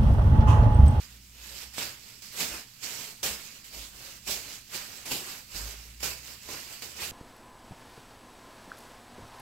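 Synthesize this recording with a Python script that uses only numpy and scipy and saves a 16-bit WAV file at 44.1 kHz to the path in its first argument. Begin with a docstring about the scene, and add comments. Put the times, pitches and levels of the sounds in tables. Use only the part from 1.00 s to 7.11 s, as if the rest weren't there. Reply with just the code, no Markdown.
"""Three thin plastic bags are juggled in a small, quiet room. Each catch snaps the film taut with a crack,
a flap and a puff of air; the bag then swishes up and crackles softly as it floats. Buckling creases and
folds make the crinkle, sliding film the swish, and fluttering panels the flap. A low hum wavers, a faint
drone lies under the room's rumble, and four soft, low thuds sound. The two microphones colour the treble
differently, the right one brighter."""
import sys
import numpy as np
from scipy import signal
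from scipy.fft import rfft, irfft, next_fast_len
from scipy.io import wavfile
from scipy.ndimage import uniform_filter1d, map_coordinates

SR = 44100
rng = np.random.default_rng(int(sys.argv[2]) if len(sys.argv) > 2 else 0)


def waveform_to_disk(signal):
    """Save audio, clipped to [-1, 1], as 16-bit WAV at the path in sys.argv[1]."""
    frames = np.transpose(np.atleast_2d(signal))
    scaled = np.clip(frames, -1, 1) * 32767
    samples = np.round(scaled).astype(np.int16)
    wavfile.write(sys.argv[1], SR, samples)


N = 269495

# a hand grabs a bag: (time [s], crumpling [dB], drag before the snap [s], hold after it [s],
# fold weight [dB], panel weight [dB], relative crack level [dB], relative thump level [dB])
BAG_CATCHES = [(.005, -51.5, 0.025, 0.023, 6, 0, -47, -75), (.738, -46.5, 0.02, .023, 0.5, 1, -43, -65),
               (.782, -35.5, 0.022, 0.047, 3.5, 1, -20, -27.5),
               (1.221, -46.3, .002, .018, 0.5, -4.5, -36, -72),
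               (1.406, -30, 0.056, 0.0015, 1.5, -1, -16, -38),
               (1.836, -39.5, 0.019, 0.031, 0.5, -0.5, -40, -60),
               (2.231, -30.5, 0.0023, 0.038, -1.5, -.5, -30, -34),
               (2.644, -49.5, .006, .015, -3, -1.5, -35, -71), (2.735, -44, .029, 0.035, -10, 1, -37, -50),
               (3.276, -36.3, 0.017, 0.012, -20, 2, -19, -44),
               (3.309, -32.5, 0.052, 0.0035, -9, -4.5, -22.5, -58),
               (3.744, -36, 0.046, 0.013, 3, -1, -22, -62), (4.056, -40, .005, 0.042, -1, 1.5, -28.5, -49),
               (4.118, -30.5, .028, .002, -5, 0, -14, -42), (4.561, -40, 0.082, 0.052, 1, 0.5, -48, -65),
               (5.004, -46, .008, 0.0176, -.5, -1, -35, -54), (5.031, -33.5, .007, 0.033, 2, 0, -23, -33),
               (5.49, -46.5, 0.017, 0.049, 3, 9, -38, -34.5),
               (5.822, -40.5, 0.0055, 0.021, -3, 1, -27, -59),
               (6.02, -36.5, 0.085, .002, 1.5, 0.5, -25, -36)]
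# a bag swings or sails: (time at top speed [s], crumpling [dB], half length [s], fold and panel weight [dB])
BAG_SWINGS = [(.13, -57.5, 0.042, 2), (.53, -46.5, .115, .5), (0.608, -47.5, .043, 1.5),
              (1.1, -51.5, 0.074, -0.5), (1.349, -47.5, 0.031, 0.5), (1.543, -41.5, 0.054, 3),
              (1.68, -60.5, .09, 2), (1.987, -40.5, 0.1, 0), (2.434, -49, 0.13, 1.5),
              (2.825, -46, .06, -0.5), (3.06, -47, 0.09, 2.5), (3.373, -51, 0.028, 9),
              (3.508, -44, 0.063, 1), (3.937, -47.5, 0.12, 2), (4.307, -42.5, 0.075, 1.8),
              (4.694, -44.5, 0.046, 1), (4.817, -52, 0.097, 1.5), (5.298, -46.5, 0.057, 1.2),
              (5.551, -43.3, 0.083, 0.3), (5.719, -46, 0.074, 1.5), (6.061, -44.5, .075, 3.5)]
# position of the busiest bag, applied about its mean: (time [s], left minus right [dB])
BAG_BALANCE = [(0.0, -10.5), (0.25, -4), (0.53, -10.5), (0.92, -6.5), (1.0, -9), (1.65, -6.5), (1.8, -10.5),
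               (2.31, -4), (2.43, -11), (2.64, -7), (3.95, -8), (4.17, -3.5), (4.47, -8.5), (6.11, -7.5)]
# spectra of the sources: (frequency [Hz], relative spectral density [dB])
CREASE_SPECTRUM = [(700, -28), (1400, -15), (1850, -8), (2250, -2.5), (4500, 0.5), (7500, 1.5), (11000, -1),
                   (15500, -1)]
FOLD_SPECTRUM = [(400, -30), (800, -11.5), (1200, -3.5), (1800, -2.5), (2500, -5), (5000, -24)]
PANEL_SPECTRUM = [(30, -10), (70, -3), (130, -0.5), (230, -0.5), (450, 1), (750, -2), (1100, -3.5),
                  (2000, -13), (6000, -31.5)]
RUMBLE_SPECTRUM = [(20, 0.5), (35, -12.5), (55, 4.5), (85, -2), (122, -2), (150, -7), (200, 1), (300, -11),
                   (500, -24), (2000, -19.5), (15000, -40)]
CRACK_SPECTRUM = [(200, -1), (500, -4), (1000, 2), (1600, -31), (2300, 12.5), (3500, -2), (8000, 5.5),
                  (15500, -6.5)]
PUFF_SPECTRUM = [(25, -14), (60, 1.5), (120, 3.5), (200, 1.5), (400, 0.5), (700, -3), (2000, -49)]
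# course of the low hum: (time [s], pitch [Hz], level [dB])
HUM_GLIDE = [(0, 55.9, -53.5), (.26, 58.6, -60), (.42, 58, -52), (.9, 64.6, -59), (1.2, 64, -86),
             (2.5, 53.8, -78), (2.8, 53.1, -53.5), (3.05, 50.3, -69), (3.32, 53.2, -57), (3.55, 47.8, -72),
             (4.5, 47.7, -69), (4.555, 49, -44), (4.7, 53.6, -47), (4.92, 56.5, -53), (5.06, 57.5, -47),
             (5.22, 60.8, -59), (5.85, 70, -68), (6.11, 74, -55.5)]
# soft, low thuds: (time [s], pitch [Hz], level [dB])
LOW_THUDS = [(1.515, 58.4, -43), (2.3, 62.5, -42), (4.125, 57, -42), (4.545, 50, -36)]
# reverberation of the room: (frequency [Hz], time to fall 60 dB [s])
ROOM_T60 = [(150, 0.2), (1000, 0.22), (5000, 0.16), (15000, 0.17)]
# likeness of the sound at the two microphones: (frequency [Hz], correlation [ratio])
COHERENCE = [(60, 0.89), (110, 0.91), (200, 0.96), (380, 0.86), (700, 0.72), (1290, 0.11), (2380, 0.4),
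             (4400, 0.1), (8120, 0.02), (15000, 0.03)]
# colour of the microphones: (frequency [Hz], left gain [dB], right gain [dB])
MIC_RESPONSE = [(300, -0.5, 1), (1220, 0, 2.5), (1950, 1, 4.5), (2930, 6, 5.5), (3440, -1.5, 5.5),
                (4830, -5, 9.5), (5900, -14, 6), (6600, -4, 6), (7780, -8.5, 7), (8480, 3.5, -1),
                (9050, -10, -1.5), (11500, 1, 0), (13000, -4, 5), (15200, -2.5, -2)]

DRAG_RISE_DB, RELAX_DB_PER_S = 17.5, 126  # crumpling grows over the drag and dies once the grip is still
FLOAT_DB, FLOAT_BODY_DB = -56.5, -9  # crumpling of bags adrift; their fold and panel weight
FIRM_DB, FAINTEST_DB = -40, -120  # crumpling at a firm grip; the least that counts
FOLD_DB, FOLD_SLOPE = -51.5, 0.96  # level at a firm grip; dB gained per dB of crumpling
FLAP_DB, FLAP_SLOPE = -52, 1.224
PUFF_DB, PUFF_SLOPE = -61, 1.65
CRACK_T60_S, PUFF_T60_S, THUMP_TAU_S = 0.073, 0.41, 0.00047
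DRONE_HZ, DRONE_DB = 121, -69.5
BAND_LIMIT_HZ = 15780


def amp(db):
    """Amplitude grows tenfold every 20 dB."""
    return 10 ** (np.asarray(db) / 20)


def unit(x):
    """Normalisation to rms 1."""
    return x / np.sqrt(np.mean(x ** 2) + 1e-20)


def along(points, hz):
    """Interpolation of (frequency, value) points on a logarithmic frequency axis."""
    knots_hz, values = np.transpose(points)
    return np.interp(np.log(hz + 1), np.log(knots_hz + 1), values)


def curves(rows):
    """Linear interpolation in time: one value per sample for each column after the first."""
    times, *columns = np.transpose(rows)
    return [np.interp(np.arange(N) / SR, times, column) for column in columns]


def wobble(rate):
    """Smooth random modulation: a spline through rate knots a second."""
    knots = rng.standard_normal(int(N * rate / SR) + 4)
    return map_coordinates(knots, [np.arange(N) * rate / SR])


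def filtered(x, response):
    """Linear filtering: the spectrum is multiplied by a frequency response."""
    size = next_fast_len(N + SR // 2)
    return irfft(rfft(x, size) * response(np.fft.rfftfreq(size, 1 / SR)), size)[..., :N]


def coloured(x, spectrum):
    """Spectral shaping, normalised to rms 1."""
    return unit(filtered(x, lambda hz: amp(along(spectrum, hz))))


def diffuse(pair):
    """Diffuse-field coherence: two unrelated signals mix so that long waves reach both microphones alike."""
    angle = lambda hz: np.arccos(np.clip(along(COHERENCE, hz), -1, 1)) / 2
    mid, side = filtered(pair, lambda hz: np.array([np.cos(angle(hz)), np.sin(angle(hz))]))
    return np.array([mid + side, mid - side])


def diffuse_noise():
    """White noise with the coherence of a diffuse field."""
    return diffuse(rng.standard_normal((2, N)))


def crumpling():
    """Incoherent moves add in power, giving the drive [dB] on creases, folds and panels."""
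    t = np.arange(N) / SR
    moves = [(np.full(N, FLOAT_DB), FLOAT_BODY_DB, FLOAT_BODY_DB)]
    for at, db, drag, hold, fold_db, panel_db, _, _ in BAG_CATCHES:
        rise = DRAG_RISE_DB * np.maximum(at - t, 0) / max(drag, 1 / SR)
        fall = RELAX_DB_PER_S * np.maximum(t - at - hold, 0)
        moves.append((db - rise - fall, fold_db, panel_db))
    for at, db, half_length, body_db in BAG_SWINGS:
        gaussian_db = -10 * np.log10(np.e) * ((t - at) / half_length) ** 2
        moves.append((db + gaussian_db, body_db, body_db))
    power = np.zeros((3, N))
    for level_db, fold_db, panel_db in moves:
        active = np.flatnonzero(level_db > FAINTEST_DB)
        power[:, active] += amp(level_db[active] + np.array([[0], [fold_db], [panel_db]])) ** 2
    return 10 * np.log10(power)


def driven(drive_db, firm_db, slope):
    """Power law: the gain is firm_db at a firm grip and moves slope dB per dB of drive."""
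    return amp(firm_db + slope * (drive_db - FIRM_DB))


def buckles(rate, spread_db):
    """Buckling as a Poisson process: creases flip rate times a second, each an impulse of random size."""
    flips = rng.random(N) < rate / SR
    size = amp(spread_db * np.clip(rng.standard_normal(N), -2, 2))
    return unit(diffuse(flips * size * rng.standard_normal((2, N)) / np.sqrt(rate)))


def billowing(x, depth_db):
    """Spectral modulation: as a bag changes shape, broad patches of its colour come and go."""
    spectra = signal.stft(x, nperseg=512)[2]
    patches = rng.standard_normal(spectra.shape[1:])
    patches = uniform_filter1d(patches, size=7, axis=0)  # across frequency
    patches = uniform_filter1d(patches, size=9, axis=1)  # across time
    return signal.istft(spectra * amp(depth_db * unit(patches)), nperseg=512)[1][:, :N]


def crinkle(drive_db):
    """Buckling and friction: harder crumpling flips more small creases, in clumps; sliding film swishes."""
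    effort = amp(drive_db - drive_db.max())
    creases = buckles(rate=3200 + 14000 * effort, spread_db=1) * amp(0.72 * wobble(90))
    swish = amp(2.0) * unit(diffuse_noise())
    balance_db, = curves(BAG_BALANCE)
    pan = amp(np.array([[.5], [-.5]]) * (balance_db - balance_db.mean()))
    envelope = amp(drive_db + 1.12 + 0.7 * wobble(35))
    return envelope * pan * coloured(billowing(creases + swish, depth_db=1.58), CREASE_SPECTRUM)


def folds(drive_db):
    """Buckling on a larger scale: long folds sound lower than small creases."""
    flips = billowing(buckles(rate=4000, spread_db=1.0), depth_db=1.5)
    return driven(drive_db, FOLD_DB, FOLD_SLOPE) * coloured(flips, FOLD_SPECTRUM)


def flap(drive_db):
    """Flutter: broad panels of film push the air and radiate low noise."""
    flutter = diffuse_noise() * amp(1.35 * wobble(70))
    return driven(drive_db, FLAP_DB, FLAP_SLOPE) * coloured(flutter, PANEL_SPECTRUM)


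def hum():
    """Phase and amplitude modulation make a low, gliding tone and its octave waver."""
    hz, level_db = curves(HUM_GLIDE)
    phase = 2 * np.pi * np.cumsum(hz) / SR + 0.22 * np.array([wobble(25), wobble(25)])
    return amp(level_db + 3.9 * wobble(19)) * unit(np.sin(phase) + amp(-14.5) * np.sin(2 * phase))


def rumble():
    """A diffuse field of faint, low noise fills the room."""
    return amp(-61.5) * coloured(diffuse_noise(), RUMBLE_SPECTRUM)


def drone():
    """Slow modulation makes a faint, low tone swell, fade and drift in phase."""
    envelope = amp(DRONE_DB + 2.9 * wobble(3.1))
    phase = 2 * np.pi * DRONE_HZ * np.arange(N) / SR + 0.92 * wobble(8.5)
    return envelope * unit(np.sin(phase))


def snaps():
    """Sudden tension: taut film cracks and gives the air one push and pull; the bag empties with a puff."""
    crack_envelope, pulses, puff_envelope = np.zeros((3, N + SR))
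    t = np.arange(SR // 3) / SR
    pulse = (1 - t / THUMP_TAU_S) * np.exp(-t / THUMP_TAU_S)  # compression, then rarefaction
    for at, db, _, _, _, panel_db, crack_db, thump_db in BAG_CATCHES:
        span = slice(round(at * SR), round(at * SR) + len(t))
        crack_envelope[span] += amp(crack_db - 60 * t / CRACK_T60_S)
        pulses[span] += amp(thump_db + 8.5) * pulse
        puff_envelope[span] += driven(db + panel_db, PUFF_DB, PUFF_SLOPE) * amp(-60 * t / PUFF_T60_S)
    crackle = coloured(buckles(rate=12000, spread_db=1.5), CRACK_SPECTRUM)
    cracks = amp(-16.0) * crack_envelope[:N] * crackle
    puffs = puff_envelope[:N] * coloured(diffuse_noise(), PUFF_SPECTRUM)
    thumps = filtered(pulses[:N], lambda hz: 1 / (1 + 1j * hz / 4000))  # one-pole low-pass
    return cracks + puffs + thumps


def thuds():
    """Damped oscillation: each dull, low knock swells and dies within a few cycles."""
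    knocks, t = np.zeros(N + SR), np.arange(SR // 2) / SR
    attack_s, t60_s = 0.0028, 0.23
    for at, hz, db in LOW_THUDS:
        envelope = amp(db - 60 * t / t60_s) * (1 - np.exp(-t / attack_s))
        knocks[round(at * SR):][:len(t)] += envelope * np.sin(2 * np.pi * hz * t)
    return knocks[:N]


def room(x, wet_db):
    """Reverberation: reflections change as the bags move, and each frequency decays at its own rate."""
    hop = SR // 5
    echo = np.zeros((2, N + SR))
    for start in range(0, N, hop):
        hz, t, spectra = signal.stft(rng.standard_normal((2, SR // 3)), SR, nperseg=256)
        decay = amp(-60 * t / along(ROOM_T60, hz)[:, None])
        tail = signal.istft(spectra * decay, SR, nperseg=256)[1]
        tail[:, :SR // 300] = 0  # the nearest wall is a few milliseconds away
        part = signal.fftconvolve(x[:, start:start + hop], tail / np.linalg.norm(tail[0]), axes=1)
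        echo[:, start:start + part.shape[1]] += part
    return (x + amp(wet_db) * diffuse(echo[:, :N])) / np.sqrt(1 + amp(wet_db) ** 2)


def scene():
    """Superposition: the bags and their reflections add to the low sounds of the room."""
    crease_db, fold_db, panel_db = crumpling()
    bags = crinkle(crease_db) + folds(fold_db) + flap(panel_db) + snaps()
    return room(bags, wet_db=-8.5) + thuds() + hum() + rumble() + drone()


def record(dry):
    """Frequency response: each microphone adds its colour, and nothing passes above the band limit."""
    mics = np.array(MIC_RESPONSE)
    colour = lambda hz: amp([along(mics[:, [0, side]], hz) for side in (1, 2)])
    return filtered(dry, lambda hz: colour(hz) * (hz < BAND_LIMIT_HZ))


dry = scene()
out = record(dry)
waveform_to_disk(out)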